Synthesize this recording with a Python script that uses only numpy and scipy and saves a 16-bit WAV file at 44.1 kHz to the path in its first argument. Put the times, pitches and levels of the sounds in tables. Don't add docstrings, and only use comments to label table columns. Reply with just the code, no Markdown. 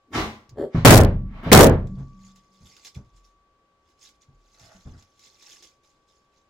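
import sys
import numpy as np
from scipy import signal
from scipy.fft import rfft, irfft, next_fast_len
from scipy.io import wavfile

SR = 44100
rng = np.random.default_rng(int(sys.argv[2]) if len(sys.argv) > 2 else 0)


def store_wav(level_fs):
    pcm = np.round(np.clip(np.atleast_2d(level_fs), -1, 1) * 32767)
    wavfile.write(sys.argv[1], SR, pcm.T.astype(np.int16))


N = 286209
TIME = np.arange(N) / SR

# frequency in Hz, width in Hz, relative level in dB.
SPOOL_MODES = [(240, 90, -12.5), (375, 110, 1.5), (523, 110, 1), (660, 150, -4.5), (1080, 400, -18),
               (1780, 300, -17), (3400, 350, -32.5), (4950, 1200, -30)]


def undb(db):
    return 10 ** (np.asarray(db) / 20)


def unit(x):
    return x / np.sqrt(np.mean(x ** 2))


def colour(x, points):
    hz, db = np.transpose(points)
    size = next_fast_len(x.shape[-1], True)
    bin_hz = np.maximum(np.fft.rfftfreq(size, 1 / SR), 1)
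    gain = undb(np.interp(np.log(bin_hz), np.log(hz), db))
    return irfft(rfft(x, size) * gain, size)[..., :x.shape[-1]]


def butter(x, hz, kind, order=1):
    return signal.sosfilt(signal.butter(order, hz, kind, fs=SR, output="sos"), x)


def fade(t, t60):
    return np.exp(-np.log(1000) * t / t60)


def stroke(s, rise_s, hold_s, fall_s):
    early, late = np.maximum(s - TIME, 0), np.maximum(TIME - s - hold_s, 0)
    return np.exp(-np.log(10) * np.minimum(early / rise_s + late / fall_s, 10))


def add(out, s, x):
    i = int(s * SR)
    out[..., i:i + x.shape[-1]] += x[..., :N - i]


def pan(left_db):
    return undb(np.array([[left_db], [-left_db]]) / 2)


def diffuse(count, mic_gap_m=.1):
    size = next_fast_len(count, True)
    alike = .98 * np.sinc(2 * np.fft.rfftfreq(size, 1 / SR) * mic_gap_m / 343)
    mid, side = (irfft(rfft(rng.standard_normal(size)) * np.sqrt(share / 2), size)[:count]
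                 for share in (1 + alike, 1 - alike))
    return np.array([mid + side, mid - side])


def room(x, wet_db, t60):
    t = TIME[:SR // 2]
    response = diffuse(len(t)) * fade(t, t60)
    response *= undb(wet_db) / np.sqrt(np.sum(response ** 2) / 2)
    response[:, 0] += 1
    return signal.fftconvolve(x[None], response, axes=1)[:, :N] / np.sqrt(1 + undb(wet_db) ** 2)


def grains(per_s, spread_db):
    clicks = (rng.random(N) < per_s / SR) * rng.choice([-1, 1], N)
    return clicks * undb(spread_db * np.minimum(rng.exponential(size=N), 4))


def ring(x, modes):
    t = TIME[:SR // 10]
    body = sum((-1) ** k * undb(db) * width * np.exp(-np.pi * width * t) * np.sin(2 * np.pi * hz * t)
               for k, (hz, width, db) in enumerate(modes))
    rung = signal.fftconvolve(np.atleast_2d(x), body[None] / np.linalg.norm(body), axes=1)
    return rung[:, :x.shape[-1]].reshape(x.shape)


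def creak(effort, modes, slip_hz, jitter, chatter_db, edge_hz, wet_db):
    gap_spread, size_spread = rng.standard_normal((1200, 2)).T
    slip_times = np.cumsum(np.exp(jitter * gap_spread)) / slip_hz
    slips = np.zeros(N)
    for s, size in zip(slip_times, undb(1.5 * size_spread)):
        if s < TIME[-1]:
            slips[int(s * SR)] += size * np.sqrt(SR / slip_hz)
    slips += undb(chatter_db) * rng.standard_normal(N)
    return room(ring(butter(slips, edge_hz, "low") * effort, modes), wet_db, t60=.22)


def spool_blows(rise_s=.0031, boom_t60=.3, crack_hz=2200, crack_s=.0013, linger_t60=.98):
    # start in seconds, levels of room boom, boards and spool in dB, contact cut-off in Hz.
    blows = [(.746, -24, -14, -34, 1520), (.849, 15, 11, 0.5, 2100), (.92, 0.5, -3, 3, 1278),
             (.985, -10, -6.5, -18.5, 700), (1.462, -28.5, -19.5, -27, 686), (1.517, 11, 4.5, 6.5, 1985),
             (1.585, 1.5, -7, 5.5, 1470), (1.655, -6, -9, -15, 807.7)]
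    # frequency in Hz, relative level in dB, 60 dB decay time in seconds.
    board_modes = [(32.6, -8.5, 1), (41.82, -17.5, .7), (58.7, -17, 0.69), (86.9, -6.5, 0.52),
                   (112.5, -0.5, 0.39), (134.5, -6.5, 0.26), (159.83, 1, 0.3), (239.6, -8, 0.27)]
    # frequency in Hz, gain in dB.
    boom_spectrum = [(25, -18), (70, -7.5), (150, 0.5), (260, -6), (500, -11), (750, -15), (1100, -15.5),
                     (2000, -18.5), (5000, -26.5), (15000, -35)]
    linger_spectrum = [(25, -4.5), (60, -5), (130, 0.5), (220, -5.5), (330, -22.5), (800, -50.5),
                       (15000, -100)]
    out, t = np.zeros((2, N)), TIME[:3 * SR // 2]
    boards = sum(undb(db) * np.sin(2 * np.pi * hz * t + rng.uniform(0, np.pi)) * fade(t, t60)
                 for hz, db, t60 in board_modes)
    crack = undb(-9) * np.sin(2 * np.pi * crack_hz * t) * np.exp(-t / crack_s)
    attack = 1 - np.exp(-t / rise_s)
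    for s, boom_db, boards_db, spool_db, contact_hz in blows:
        boom = undb(boom_db) * unit(colour(diffuse(len(t)), boom_spectrum))
        spool = undb(spool_db) * ring(diffuse(len(t)), SPOOL_MODES)
        rumble = undb(boom_db - 25) * unit(colour(diffuse(len(t)), linger_spectrum))
        body = (boom + spool) * fade(t, boom_t60) + rumble * fade(t, linger_t60) + undb(boards_db) * boards
        add(out, s, butter(body * attack + undb(boom_db) * crack, contact_hz, "low", order=2))
    return out


def spool_scuffs(fall_s=.063):
    # peak time in seconds, grit and rumble in dB, rise and slide in seconds, grit cut-off in Hz.
    scuffs = [(.139, -23, -32, 0.013, 0.046, 14200), (.18, -57, -23, 0.049, 0.013, 9000),
              (.75, -38, -55.5, .035, .03, 6895), (1.345, -46.5, -51.5, 0.091, 0.17, 2800),
              (1.434, -35, -38.5, .006, .055, 3226)]
    # frequency in Hz, gain in dB.
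    grit_spectrum = [(300, -25), (600, -2), (1050, 2), (1500, -4.5), (2100, -2.5), (2500, -7.5),
                     (4300, -13), (6000, -17.5), (8000, -27), (15000, -39.5)]
    rumble_spectrum = [(30, -14), (85, 2), (160, -9.5), (245, 0), (350, -8), (600, -15), (1200, -47)]
    grit = unit(colour(grains(per_s=5500, spread_db=3.5), grit_spectrum))
    rumble = unit(colour(grains(per_s=900, spread_db=5), rumble_spectrum))
    out = np.zeros(N)
    for s, grit_db, rumble_db, rise_s, slide_s, edge_hz in scuffs:
        scrape = undb(grit_db) * butter(grit, edge_hz, "low", order=2) + undb(rumble_db) * rumble
        out += scrape * stroke(s, rise_s, slide_s, fall_s)
    return room(out, wet_db=8.5, t60=.39)


def spool_creak():
    # peak time, rise, hold and fall, all in seconds.
    turn = (.583, .022, .066, .016)
    # frequency in Hz, width in Hz, relative level in dB.
    axle_modes = [(3260, 210, 0), (4420, 100, 1), (7350, 190, -5.5), (8500, 140, -5), (11200, 450, -6)]
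    effort = undb(-24.5) * stroke(*turn)
    body = creak(effort, SPOOL_MODES, slip_hz=72.3, jitter=.081, chatter_db=1, edge_hz=220, wet_db=-3)
    squeal = creak(effort, axle_modes, slip_hz=71.7, jitter=.25, chatter_db=-3.5, edge_hz=9000, wet_db=2)
    return body + undb(-36.5) * squeal


def string_creak():
    # peak time in seconds, level in dB, then rise, hold and fall in seconds.
    pulls = [(4.688, -55, 0.22, 0.029, .11), (4.932, -63, 0.031, 0.065, 0.069)]
    # frequency in Hz, width in Hz, relative level in dB.
    handle_modes = [(668, 71, 5.5), (870, 140, -3), (1380, 280, 0), (2000, 170, -1)]
    effort = sum(undb(db) * stroke(s, rise_s, hold_s, fall_s) for s, db, rise_s, hold_s, fall_s in pulls)
    return creak(effort, handle_modes, slip_hz=162, jitter=1, chatter_db=-16, edge_hz=4400, wet_db=15)


def string_twangs(t60=1.55):
    # start in seconds, level in dB.
    jolts = [(0.864, -27.5), (1.527, -25.5)]
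    plane_hz = [193, 190.3]
    out, t = np.zeros(N), TIME[:3 * SR]
    weak, strong = (np.sin(2 * np.pi * hz * t) for hz in plane_hz)
    tone = (strong + undb(-2) * weak) * fade(t, t60)
    for s, db in jolts:
        out[int(s * SR):] = 0
        add(out, s, undb(db) * tone)
    return out


def straw_rustle(fits_per_s=45, snap_s=.0048):
    # peak time in seconds, level in dB, rise and fall in seconds.
    grips = [(1.999, -68, .25, 0.28), (2.268, -54.5, .11, 0.074), (2.365, -63.5, .03, .2),
             (2.54, -63, 0.045, .35), (2.66, -52.5, 0.056, .33), (2.775, -56, 0.013, .08),
             (2.86, -43, 0.031, 0.048), (2.95, -52.5, .012, 0.041), (3.165, -63.5, .04, .08),
             (3.243, -62, .015, .08), (3.89, -64.5, .05, 0.069), (4.035, -50.5, .05, 0.1),
             (4.215, -62, .012, .05), (4.63, -56, 0.23, 0.53), (4.98, -62.5, 0.16, 0.11),
             (5.262, -50.5, 0.084, 0.048), (5.52, -48, .26, 0.15), (5.631, -50.5, .012, 0.095),
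             (5.84, -64, .015, .18), (6.08, -67, .015, .25), (6.345, -70, 0.037, .2)]
    # start in seconds, level in dB.
    snaps = [(0.493, -44.5), (1.8707, -45.5), (2.359, -46), (2.7664, -36.5), (2.8476, -35), (2.8694, -34.5),
             (2.9463, -48.5), (4.0896, -43), (4.5965, -45), (4.98, -58), (5.024, -45), (5.1934, -43.5),
             (5.425, -41.5), (5.6246, -39)]
    # frequency in Hz, gain in dB.
    spectrum = [(250, -8.5), (600, -15), (1300, -11), (1640, -16.5), (2100, -7), (2800, -7.5), (5300, -2.5),
                (7100, -5), (8700, -20), (11000, -19.5), (15000, -24)]
    rub = undb(-4.5) * unit(colour(grains(per_s=1700, spread_db=3.5), spectrum))
    fits = undb(1.5 * np.interp(TIME * fits_per_s, np.arange(1000), rng.standard_normal(1000)))
    ticks = undb(-2) * unit(colour(stalk_ticks(), spectrum))
    power = sum((undb(db) * stroke(s, rise_s, .005, fall_s)) ** 2 for s, db, rise_s, fall_s in grips)
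    out = (rub + ticks) * fits * np.sqrt(power)
    t = TIME[:SR // 40]
    for s, db in snaps:
        snap = colour(rng.standard_normal(len(t)), spectrum) * np.exp(-t / snap_s)
        add(out, s, snap / np.abs(snap).max() * undb(db + .5))
    return room(out, wet_db=.5, t60=.1) * pan(left_db=-3)


def stalk_ticks(per_s=700, ring_s=.0016, spread_db=3):
    out, t = np.zeros(N), TIME[:SR // 60]
    for when, pitch, chance in rng.random((int(per_s * N / SR), 3)):
        hz = 500 + pitch * 11000
        gain = undb(-spread_db * np.log(max(chance, .03)))
        add(out, when * TIME[-1], gain * np.sin(2 * np.pi * hz * t) * np.exp(-t / ring_s))
    return out


def foot_thuds(sag=.092, ring_cycles=32, room_t60=.26):
    # start in seconds, level in dB, settled pitch in Hz, rise in seconds, room share in dB.
    thuds = [(0.47, -44.5, 120.4, 0.062, 0.5), (1.938, -26.5, 131.8, 0.073, -7),
             (2.59, -51.5, 150, 0.044, 5.5), (2.952, -36.5, 122.6, 0.022, 2.5),
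             (3.101, -46, 42.1, 0.055, -12), (4.269, -51.5, 134.6, 0.026, 0.5),
             (4.3, -49, 38.3, 0.049, -23), (4.599, -51, 111.2, 0.027, -0.5), (4.741, -48, 185, 0.019, -2),
             (4.842, -38, 87, 0.036, 5.5), (4.899, -56, 237, 0.072, 8)]
    # frequency in Hz, gain in dB.
    echo_spectrum = [(25, 3.5), (90, 2), (160, -6), (300, -16.5), (600, -27.5), (1200, -32.5), (4000, -56),
                     (15000, -91.5)]
    out, t = np.zeros((2, N)), TIME[:SR]
    for s, db, hz, rise_s, room_db in thuds:
        push = np.sin(np.pi / 2 * np.minimum(t / rise_s, 1)) ** 2
        since_push = np.maximum(t - rise_s, 0)
        pitch_hz = hz * (1 + sag * np.exp(-t / rise_s))
        board = np.sin(2 * np.pi * np.cumsum(pitch_hz) / SR) * fade(since_push, ring_cycles / hz)
        echo = undb(room_db) * unit(colour(diffuse(len(t)), echo_spectrum)) * fade(since_push, room_t60)
        add(out, s, undb(db) * push * (board + echo))
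    return out


def room_tone(whine_hz=1144, waver_hz=1.5, steady_db=-71.5, air_db=-67):
    # peak time in seconds, level in dB, rise and fall in seconds.
    swells = [(1.25, -69, 1.28, .6), (2.12, -62, .5, 0.59), (3.3, -72, .4, 0.54)]
    # frequency in Hz, rms level in dB.
    hum_tones = [(538, -83), (807, -89.5), (1079, -88), (1561, -88)]
    # frequency in Hz, gain in dB.
    air_spectrum = [(25, 0), (60, -3.5), (150, -13), (380, -10.5), (700, -15.5), (1500, -20.5),
                    (3000, -24.5), (7000, -33), (9000, -41.5), (15000, -50)]
    drift = np.interp(TIME, np.linspace(0, TIME[-1], 40), rng.standard_normal(40))
    swelling = sum(undb(db) * stroke(s, rise_s, 0, fall_s) for s, db, rise_s, fall_s in swells)
    whine = np.sin(2 * np.pi * np.cumsum(whine_hz + waver_hz * drift) / SR) * (undb(steady_db) + swelling)
    hum = sum(undb(db) * np.sin(2 * np.pi * hz * TIME) for hz, db in hum_tones)
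    air = undb(air_db) * unit(colour(diffuse(N), air_spectrum))
    return np.sqrt(2) * (hum + whine * pan(left_db=4)) + air


def scene():
    creaks = spool_creak() + string_creak()
    floor = spool_blows() + foot_thuds() + spool_scuffs()
    return floor + creaks + string_twangs() + straw_rustle() + room_tone()


def record(dry, ceiling=.62, droop_hz=52, spit_s=.00048, top_hz=15800):
    # frequency in Hz, gain in dB.
    crackle_spectrum = [(1200, -29.5), (3000, -3), (5500, -1.5), (8000, -2.5), (15000, -7)]
    overload = np.clip(np.abs(dry) / ceiling - 1, 0, 1)
    entry = np.maximum(np.diff(overload, prepend=0), 0)
    spit = np.minimum(signal.lfilter([1], [1, -np.exp(-1 / (spit_s * SR))], entry), 1)
    flicker = undb(6 * np.repeat(rng.standard_normal(N // 100 + 1), 100)[:N])
    hiss = colour(rng.standard_normal((2, N)), crackle_spectrum)
    crackle = (undb(-26) * overload + undb(-7.5) * spit * flicker) * hiss
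    clipped = butter(np.clip(dry, -ceiling, ceiling), droop_hz, "high")
    treble_cut = signal.ellip(8, .2, 70, top_hz, fs=SR, output="sos")
    return signal.sosfilt(treble_cut, np.clip(clipped + crackle, -1, 1))


dry = scene()
out = record(dry)
store_wav(out)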